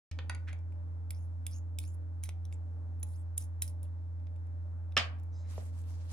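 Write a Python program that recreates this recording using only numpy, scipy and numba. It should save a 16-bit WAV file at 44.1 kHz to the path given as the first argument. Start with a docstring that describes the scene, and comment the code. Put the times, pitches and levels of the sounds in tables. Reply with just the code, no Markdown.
"""After a tenth of a second of silence a small glass jar knocks on a counter and scuffs along it.
A metal spatula taps the jar and scrapes the glass; the jar is set down with bounces.
At the end a hand squeaks, bumps and rustles. A fridge hums through a quiet, hard-walled kitchen.
Blows are short rough shocks that ring sets of tones; scrapes and rustles are grainy noise through
filters; the squeak is a stack of narrow noise bands; the hum is a stack of sines."""
import sys
import numpy as np
from scipy import signal
from scipy.fft import rfft, irfft, next_fast_len
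from scipy.io import wavfile
from scipy.ndimage import uniform_filter1d
from numba import njit

SR = 44100
rng = np.random.default_rng(int(sys.argv[2]) if len(sys.argv) > 2 else 0)


def put_to_file(sound):
    """Save the sound as 16-bit audio at rate SR, in the file named by the first command-line argument."""
    columns = np.atleast_2d(sound).T  # one column per channel
    safe = np.clip(columns, -1, 1)
    whole_steps = np.round(safe * 32767)
    wavfile.write(sys.argv[1], SR, whole_steps.astype(np.int16))


N = 269892  # length [samples]

# Spatula hits on the jar wall: (time [s], peak level before panning [dB], tilt [dB per octave],
# spatula ring [dB], jar ring [dB])
TAPS = [(0.5896, -54, -1, -19, -9), (0.7233, -51.5, -8.5, 4, 0), (1.1062, -27.5, -1.5, -5, -5.5),
        (1.466, -24, -2.5, 3, -16), (1.787, -23, 2, -5.5, 0.5), (1.8382, -44.5, -5, 8, 7),
        (1.9435, -48.5, 6.5, 6, 0.5), (2.2366, -25.5, 1.5, 8, 9), (2.2905, -33, -0.5, 0, 20),
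        (2.4522, -47, 6.5, 1, 19), (2.5256, -43, -3.5, -5.5, 2), (2.9976, -52, 12, 13, -6),
        (3.0295, -28.5, 0, 4.5, 2.5), (3.3782, -18.5, 2.5, 3, -4.5), (3.438, -59, 2, 6, 0),
        (3.6212, -16.5, 4, 8, 8), (3.677, -36.5, 4.5, 6, 3), (3.8302, -39.5, 7, -3, 1),
        (3.845, -57, 8.5, -17, 1.5), (4.1994, -67.5, -4, -9, 9), (4.2697, -50, -7, -23.5, 5),
        (4.3616, -60, -4, -2.5, -3), (4.4684, -60.5, -8, 9, 2), (4.9217, -52.5, -3, -15, 9),
        (5.187, -57, 4.5, -15, 7.5), (5.198, -51.5, 4, -13, -6), (5.234, -47, 8, -12, -12)]
# Tones of the spatula: (frequency [Hz], relative level [dB], time to fall 60 dB [s])
SPATULA = [(5300, -12.5, 0.03), (6980, 8, 0.003), (9380, 9, 0.0073), (10460, 12, 0.015), (10640, -5.5, 0.1),
           (12060, -14, 0.06), (15200, -1.5, 0.035)]
# Tones of the jar while a hand holds it: (frequency [Hz], relative level [dB], time to fall 60 dB [s])
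HELD_JAR = [(2180, 1.5, 0.0044), (3840, -0.5, 0.0077), (4600, -6, 0.0037), (5860, -0.5, 0.0062),
            (7940, -10.5, 0.0079)]


def taps():
    """Each tap rings the metal spatula and the hand-held jar together."""
    return blows(TAPS, [SPATULA, HELD_JAR], 0.0023, 22.3, 2200, 17000, roughness=.22)


# Spatula dragged along the glass: (start [s], length [s], relative level [dB], level change [dB],
# squeal at its height [dB], jar ring [dB], blade resonance at start [Hz], at end [Hz],
# middle of its move [0-1 of the stroke])
STROKES = [(1.111, 0.15, -74, -9, 12.5, -8, 4950, 6600, 0.4),
           (1.474, 0.1, -71.5, 0.5, 17.5, -10.5, 5200, 6650, .65),
           (1.796, 0.15, -63, -17, 11.5, -7, 4400, 7600, 0.45),
           (2.229, 0.05, -63, -7, -14, 19, 3870, 4000, 0.4),
           (2.291, 0.03, -73, -16, 8, 11, 3700, 4040, 0.6), (2.516, 0.037, -79, -6, 22, 2, 7070, 7410, .5),
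           (3.064, 0.15, -69, -10, 9, -5.5, 3700, 8100, .65),
           (3.371, 0.07, -58, -2.5, -2, -4.5, 5280, 6500, 0.7),
           (3.617, 0.041, -45, -16, -9, 0, 4840, 5080, .5),
           (3.676, 0.024, -61, -5.5, 8, -7, 5300, 5900, 0.14),
           (3.833, 0.034, -70, -13, 8, 3.5, 4600, 2740, 0.52)]
STROKE_ATTACK_S, STROKE_RELEASE_S = 0.0029, 0.013
SWEEP_SPREAD = .15  # share of the stroke over which the blade resonance makes most of its move
# The squeal peaks this share of the stroke after the middle of the move, and drops to either side
SQUEAL_AFTER, SQUEAL_SPREAD, SQUEAL_DROP_DB = 0.1, 0.3, 10
LOW_MODE, LOW_MODE_DB = .43, -16.5  # a lower blade resonance moves along at this share of the upper
# Tone of the dry scraping: (frequency [Hz], relative level [dB])
SCRAPE_TONE = [(1500, -14.0), (3500, -14.0), (9500, 15.5), (11500, -5.0), (16000, -20.5)]


def scrape():
    """Gritty friction rings the moving resonance of the free blade, the spatula's fixed tones and the jar."""
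    grit = rng.standard_normal(N) * amp(2.5 * rng.exponential(size=N) + 2.5 * walk(200))
    blade_hz, drag, squeal, glass = np.full(N, 6000.), 0, 0, 0
    for s, length_s, db, change_db, squeal_db, jar_db, from_hz, to_hz, middle in STROKES:
        along, gain = stroke(s, length_s, db, change_db, STROKE_ATTACK_S, STROKE_RELEASE_S)
        moved = (1 + np.tanh((along - middle) / SWEEP_SPREAD)) / 2
        blade_hz = np.where(along > 0, from_hz + (to_hz - from_hz) * moved, blade_hz)
        drag = drag + gain
        glass = glass + gain * amp(jar_db)
        off_peak = (along - middle - SQUEAL_AFTER) / SQUEAL_SPREAD
        squeal = squeal + gain * amp(squeal_db - SQUEAL_DROP_DB * off_peak ** 2)

    sound = amp(4.0) * unit(colour(grit, SCRAPE_TONE))
    for hz, db, t60 in SPATULA:
        gathered = (t60 / 0.0053) ** 0.94  # longer rings gather more
        sound += amp(db - 13.5) * gathered * unit(svf(grit, np.full(N, 1. 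* hz), 430.0))

    tremble = 1 + .05 * walk(80)  # the grip trembles
    jar = sum(amp(db + 3.0 * walk(60)) * unit(svf(grit, hz * tremble, 450.0)) for hz, db, _ in HELD_JAR)

    blade_hz = blade_hz * tremble
    low_hz = LOW_MODE * blade_hz
    catching = amp(5 * walk(70))  # it catches and lets go
    upper = unit(svf(svf(grit, blade_hz, 1500.0), blade_hz, 1500.0)) * catching
    lower = unit(svf(svf(grit, low_hz, 600.0), low_hz, 600.0))
    blade = upper + amp(LOW_MODE_DB) * lower
    return amp(-5.5) * (drag * sound + amp(-17.0) * glass * jar + squeal * blade)


# Jar rocking on the counter: (time [s], peak level before panning [dB], tilt [dB per octave],
# jar ring [dB])
KNOCKS = [(0.113, -38, 6, -16.5), (0.189, -34, -4, -16), (0.296, -27.5, 3.5, 11), (0.348, -39.5, 3.5, 8.5),
          (0.483, -59, -4, 1), (0.495, -51.5, 0, 8.5), (0.529, -43, 4, 8)]
# Tones of the jar on the counter: (frequency [Hz], relative level [dB], time to fall 60 dB [s])
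JAR = [(550, 1.5, 0.016), (773, -8, 0.059), (990, 1, 0.0088), (1474, -6, 0.05), (1884, -2.5, 0.014),
       (2310, 5, 0.012), (2820, -7, 0.0061), (3210, -12.5, 0.0058), (4600, -7, 0.0056),
       (6070, -9.5, 0.0084), (6880, -0.5, 0.0013), (10000, -13, 0.011)]


def knocks():
    """Each knock of the rocking jar on the counter rings the jar's tones."""
    return blows(KNOCKS, [JAR], 0.0028, 22.7, 810, 3470, roughness=0.22)


# Jar sliding on the counter: (start [s], length [s], level [dB], level change [dB])
SCUFFS = [(0.462, 0.041, -55, -1), (0.505, 0.017, -59.5, -10.5)]
# Tone of the slides: (frequency [Hz], relative level [dB])
SCUFF_TONE = [(700, -29), (1500, 7), (2300, 7.5), (3000, -3.5), (4500, -9.5), (9000, -21), (16000, -37)]


def scuff():
    """Grainy glass-on-stone slides: spiky noise with a fixed tone."""
    grit = rng.standard_normal(N) * amp(2.5 * rng.exponential(size=N) + 3.5 * walk(150))
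    return unit(colour(grit, SCUFF_TONE)) * sum(stroke(*row, 0.019, 0.0066)[1] for row in SCUFFS)


# Jar set down with bounces: (time [s], peak level before panning [dB], tilt [dB per octave], ring [dB])
LANDING = [(4.967, -13, -1.5, 2), (4.9759, -14.5, 3, 12.5), (4.98, -25.5, -7.5, -11),
           (4.99, -36, -1.5, -15), (5.001, -33, -4.5, -12)]
# Tones of the counter: (frequency [Hz], relative level [dB], time to fall 60 dB [s])
COUNTER = [(114, -22.5, 0.094), (227, -26.5, 0.1), (365, -13, 0.022), (583, -13, 0.042), (1180, -7, 0.032),
           (1303, -9.5, 0.043), (1760, -6, 0.06), (2170, 0, 0.0057), (2630, -2.5, 0.021), (2910, 6, 0.013),
           (3250, 3, 0.0081), (3615, -1, 0.029), (4350, -7, 0.0043), (5300, 1, 0.01)]


def landing():
    """The jar lands and bounces, ringing the counter; also returns the version that feeds the echo."""
    landed = blows(LANDING, [COUNTER], 0.0027, 26.1, 1500, 3400, roughness=0.21)
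    # the walls get more crack, less ring
    cracks = [(s, db, tilt, ring - 8) for s, db, tilt, ring in LANDING]
    to_walls = blows(cracks, [COUNTER], 0.0042, 55.0, 1300, 4300, roughness=0.35)
    return landed, to_walls


# Skin squeaking over a smooth face: (start [s], length [s], relative level [dB], level change [dB])
SQUEAK = (5.31, .2, -82.5, 2)
# Bands of the squeak: (multiple of the slip rate, relative level [dB])
SQUEAK_ORDERS = [(2, 0), (4, 4.5), (5, -3), (6, 1), (7, -1.5), (8, -18)]
SLIP_HZ, SLIP_RISE_HZ = 1000, 20  # mean slip rate at the start, its rise to the end


def squeak():
    """Unsteady stick-slip: each multiple is a narrow noisy band that comes and goes."""
    along, gain = stroke(*SQUEAK, .02, .015)
    slip_hz = SLIP_HZ + SLIP_RISE_HZ * along
    stack = 0
    for k, db in SQUEAK_ORDERS:
        band_hz = k * slip_hz * (1 + 0.029 * walk(32))
        band = unit(svf(rng.standard_normal(N), band_hz, 260.0))
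        stack = stack + amp(db + 6 * walk(29.79)) * band
    return stack * gain


# Knuckle on the cabinet: (time [s], peak level before panning [dB], tilt [dB per octave], ring [dB])
BUMP = [(5.579, -34.5, 4.5, 3), (5.598, -58, 16, 3)]
# Tones of the cabinet: (frequency [Hz], relative level [dB], time to fall 60 dB [s])
CABINET = [(45.4, -19, 0.19), (76, -1.5, 0.26), (205, 3.5, 0.041), (440, 0, 0.031), (660, -0.5, 0.019)]


def bump():
    """A knuckle rings the low tones of the cabinet."""
    return blows(BUMP, [CABINET], 0.0038, -13, 25, 900)


# Paper and sleeve rustling: (time [s], level [dB])
RUSTLE = [(5.44, -101), (5.502, -66), (5.608, -61.5), (5.64, -69), (5.694, -71.5), (5.718, -79),
          (5.758, -70), (5.854, -76), (5.898, -66), (5.976, -69), (6.07, -71.5), (6.12, -54.5)]
# Tone of the rustle: (frequency [Hz], relative level [dB])
RUSTLE_TONE = [(500, -28), (800, -3.5), (1300, -5.5), (3000, -8.5), (9300, -8.5), (12000, -12.5),
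               (13000, -16), (16000, -39)]


def rustle():
    """Patchy crinkling: grainy bands, each swelling on its own, wide across both channels."""
    out = 0
    grains = amp(3.2 * rng.exponential(size=(2, N)) + 1.2 * walk(70))
    for hz in 707 * np.sqrt(2) ** np.arange(9):
        band = signal.butter(1, [hz / 1.2, hz * 1.2], "band", fs=SR, output="sos")
        swell = amp(5.7 * walk(28) + 1.2 * walk(140))
        out = out + signal.sosfilt(band, grains * rng.standard_normal((2, N))) * swell
    level_db = np.interp(np.arange(N) / SR, *np.transpose(RUSTLE), left=-140)
    mid, side = unit(colour(out, RUSTLE_TONE)) * amp(level_db)
    return np.array([mid + 1.0 * side, mid - 1.45 * side])


# Fridge compressor: (multiple of the shaft rate, mean rms level [dB], lead of the left channel [rad])
HUM = [(2, -38.5, 0.52), (3, -74.5, 0.6), (4, -75.5, 0.54), (6, -69.5, 0.99), (7, -70, 1.2), (9, -80, 1.7),
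       (11, -77, 1.7), (14, -74.5, 1.5), (18, -78.5, 1.5), (20, -76.5, 1.91)]
SHAFT_HZ = 42.41  # mean rate


def fridge():
    """The compressor hums at multiples of its shaft rate; the weak ones flutter more."""
    turn = 2 * np.pi * np.cumsum(SHAFT_HZ * (1 + 0.0022 * walk(2.8))) / SR
    tilt_db = np.array([[-.55], [.55]])  # left a little softer than right
    out = 0
    for k, db, lead in HUM:
        flutter_db = .5 * walk(11) if k == 2 else 4.0 * walk(22)
        phase = rng.uniform(0, 2 * np.pi) + np.array([[lead], [-lead]]) / 2
        phase = phase + 0.06 * (k - 2) * walk(30)
        out = out + np.sqrt(2) * amp(db + flutter_db + tilt_db) * np.sin(k * turn + phase)
    return out


# Air of the kitchen, part common to both channels: (frequency [Hz], relative level [dB])
AIR_MID = [(30, -40.5), (60, -28.5), (110, -22), (140, -18), (206, -25), (269, -22.5), (417, -33),
           (595, -27), (703, -35.5), (941, -33.5), (1600, -41.5), (2780, -56), (9500, -60), (11500, -66.5),
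           (16000, -86.5)]
# Air of the kitchen, part opposed between the channels: (frequency [Hz], relative level [dB])
AIR_SIDE = [(30, -39), (60, -12), (110, -9.5), (275, -32), (435, -33), (547, -26.5), (674, -27.5),
            (848, -24), (1090, -30.5), (1620, -31), (2500, -48), (12200, -59), (16000, -85)]
AIR_MID_DB, AIR_SIDE_DB = -64.5, -62.5  # mean rms levels


def air():
    """Room noise, unsteady in the lows, smooth in the treble."""
    mid = unit(colour(patchy(30, count=19, depth_db=4.0, rate=9), AIR_MID))
    side = unit(colour(patchy(30, count=19, depth_db=0.5, rate=9), AIR_SIDE))
    mid = mid * amp(AIR_MID_DB + 0.61 * walk(5.4))
    side = side * amp(AIR_SIDE_DB + 1.2 * walk(6.9))
    return np.array([mid + side, mid - side])


# Diffuse echo: (frequency [Hz], time to fall 60 dB [s], relative level [dB])
ROOM = [(144, 0.89, 0), (557, 0.37, 1.5), (1000, 0.46, -5), (1640, 0.28, -1.5), (2670, 0.22, 0),
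        (4040, 0.18, -2), (6200, 0.19, -7.5), (10000, 0.061, -4)]


def kitchen(x):
    """Diffuse echo: noise bands that die at their own rates, another draw for each channel."""
    t = np.arange(SR // 2) / SR
    tail = np.zeros((2, len(t)))
    for hz, t60, db in ROOM:
        band = signal.butter(2, [hz / 1.5, hz * 1.5], "band", fs=SR, output="sos")
        noise = signal.sosfilt(band, rng.standard_normal(tail.shape))
        tail += amp(db) * noise * 1000. ** (-t / t60)
    tail *= 1 - np.exp(-t / 0.0018)  # the echo builds up within a few ms
    tail /= np.sqrt(np.sum(tail ** 2) / 2)
    return signal.fftconvolve(x[None], tail, axes=1)[:, :N]


def blows(events, bodies, contact_s, crack_db, low_hz, high_hz, roughness=.14):
    """A rough contact of a few ms rings each body, at a new spot each time, tilted by its hardness."""
    out, t = np.zeros(N + SR), np.arange(SR // 2) / SR
    f = np.maximum(np.arange(SR // 4 + 1) * 2., 20)
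    hz, db, t60 = (c[:, None] for c in np.concatenate(bodies).T)
    fade = 1000. ** (-t / t60)
    # the crack is the part without ring, kept between low_hz and high_hz
    crack = amp(crack_db) / np.sqrt((1 + (low_hz / f) ** 4) * (1 + (f / high_hz) ** 6))
    octaves = np.log2(np.maximum(f, 150) / 3000)
    for s, peak_db, tilt_db, *ring_db in events:
        spot = rng.standard_normal((2, len(hz), 1))
        share_db = np.repeat(ring_db, [len(b) for b in bodies])[:, None]
        tone = np.sin(2 * np.pi * hz * (1 + 0.011 * spot[1]) * t)
        ring = amp(db + share_db + 2.0 * spot[0]) * tone * fade
        ring[1::2] *= -1  # neighbouring tones move in opposite senses, which fills the valleys
        contact = roughness * rng.standard_normal(len(t)) * np.exp(-t / contact_s)
        contact[SR // 2500] += 1  # the main shock follows the first touch
        body = rfft(ring.sum(0)) + crack
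        blow = irfft(rfft(contact) * body * amp(tilt_db * octaves))
        i = int(s * SR)
        out[i:i + len(t) // 2] += amp(peak_db) * blow[:len(t) // 2] / np.abs(blow).max()
    return out[:N]


def stroke(s, length_s, db, change_db, attack_s, release_s):
    """Progress 0-1 and gain of one movement: attack, a steady drift in level, release."""
    t = np.arange(N) / SR - s
    along = np.clip(t / length_s, 0, 1)
    ends = np.clip(t / attack_s, 0, 1) ** 2 * np.exp(-np.maximum(t - length_s, 0) / release_s)
    return along, amp(db + change_db * along) * ends


def patchy(low_hz, count, depth_db, rate):
    """Noise whose half-octave bands swell and sink on their own, less so in the treble."""
    out = 0
    for hz in low_hz * np.sqrt(2) ** np.arange(count):
        band = signal.butter(1, [hz / 1.19, min(hz * 1.19, 20000)], "band", fs=SR, output="sos")
        swell = amp(depth_db / (1 + hz / 2000) * walk(rate))
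        out = out + signal.sosfilt(band, rng.standard_normal(N)) * swell
    return out


def walk(rate):
    """Random levels held 1 / rate s and smoothed twice."""
    k = int(SR / rate)
    steps = np.repeat(rng.standard_normal(N // k + 1), k)
    return uniform_filter1d(uniform_filter1d(steps, k), k)[:N]


@njit
def svf(x, hz, width):
    """Band-pass with a moving centre, gain 1 there; width in Hz."""
    y, b, l = np.empty(len(x)), 0., 0.
    for i in range(len(x)):
        g, k = np.tan(np.pi * hz[i] / SR), width / hz[i]
        v = (b + g * (x[i] - l)) / (1 + g * (g + k))
        b, l, y[i] = 2 * v - b, l + 2 * g * v, k * v
    return y


def colour(x, spectrum):
    """Filter by (frequency [Hz], level [dB]) points."""
    hz, db = np.transpose(spectrum)
    n = next_fast_len(N)
    f = np.maximum(np.arange(n // 2 + 1) * SR / n, 1)
    return irfft(rfft(x, n) * amp(np.interp(np.log(f), np.log(hz), db)), n)[..., :N]


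def amp(db):
    """Turn dB into an amplitude factor."""
    return 10 ** (np.asarray(db) / 20)


def unit(x):
    """Scale to an rms of 1."""
    return x / np.sqrt(np.mean(x ** 2))


def place(x, lag_s, pan_db):
    """The sound reaches the right channel lag_s later; pan_db is left level over right."""
    n = next_fast_len(N)
    delay = np.exp(-2j * np.pi * np.arange(n // 2 + 1) * SR / n * lag_s)
    late = irfft(rfft(x, n) * delay, n)[:N]
    return np.array([x * amp(pan_db / 2), late * amp(-pan_db / 2)])


def scene():
    """Place each source, add its echo, then the rustle, fridge and air."""
    held = taps() + scrape()
    rocked = knocks() + scuff()
    landed, to_walls = landing()
    hand = bump() + squeak()
    direct = place(held, 3.6e-5, -2.5) + place(rocked, 3e-5, -2.9)
    direct = direct + place(landed, 3e-5, -2.0) + place(hand, 1e-5, 0.034)
    echo = kitchen(amp(-13.5) * held + amp(-8.0) * rocked + amp(-4.5) * to_walls + amp(-12.5) * hand)
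    return direct + echo + rustle() + fridge() + air()


START_S, TOP_HZ = .113, 16500  # end of the silence, upper limit of the treble


def record(dry):
    """The sound sets in after a short silence; the top is cut."""
    on = np.clip((np.arange(N) / SR - START_S) / 0.00039, 0, 1)
    return signal.sosfilt(signal.ellip(8, .2, 70, TOP_HZ, fs=SR, output="sos"), dry * on)


dry = scene()
out = record(dry)
put_to_file(out)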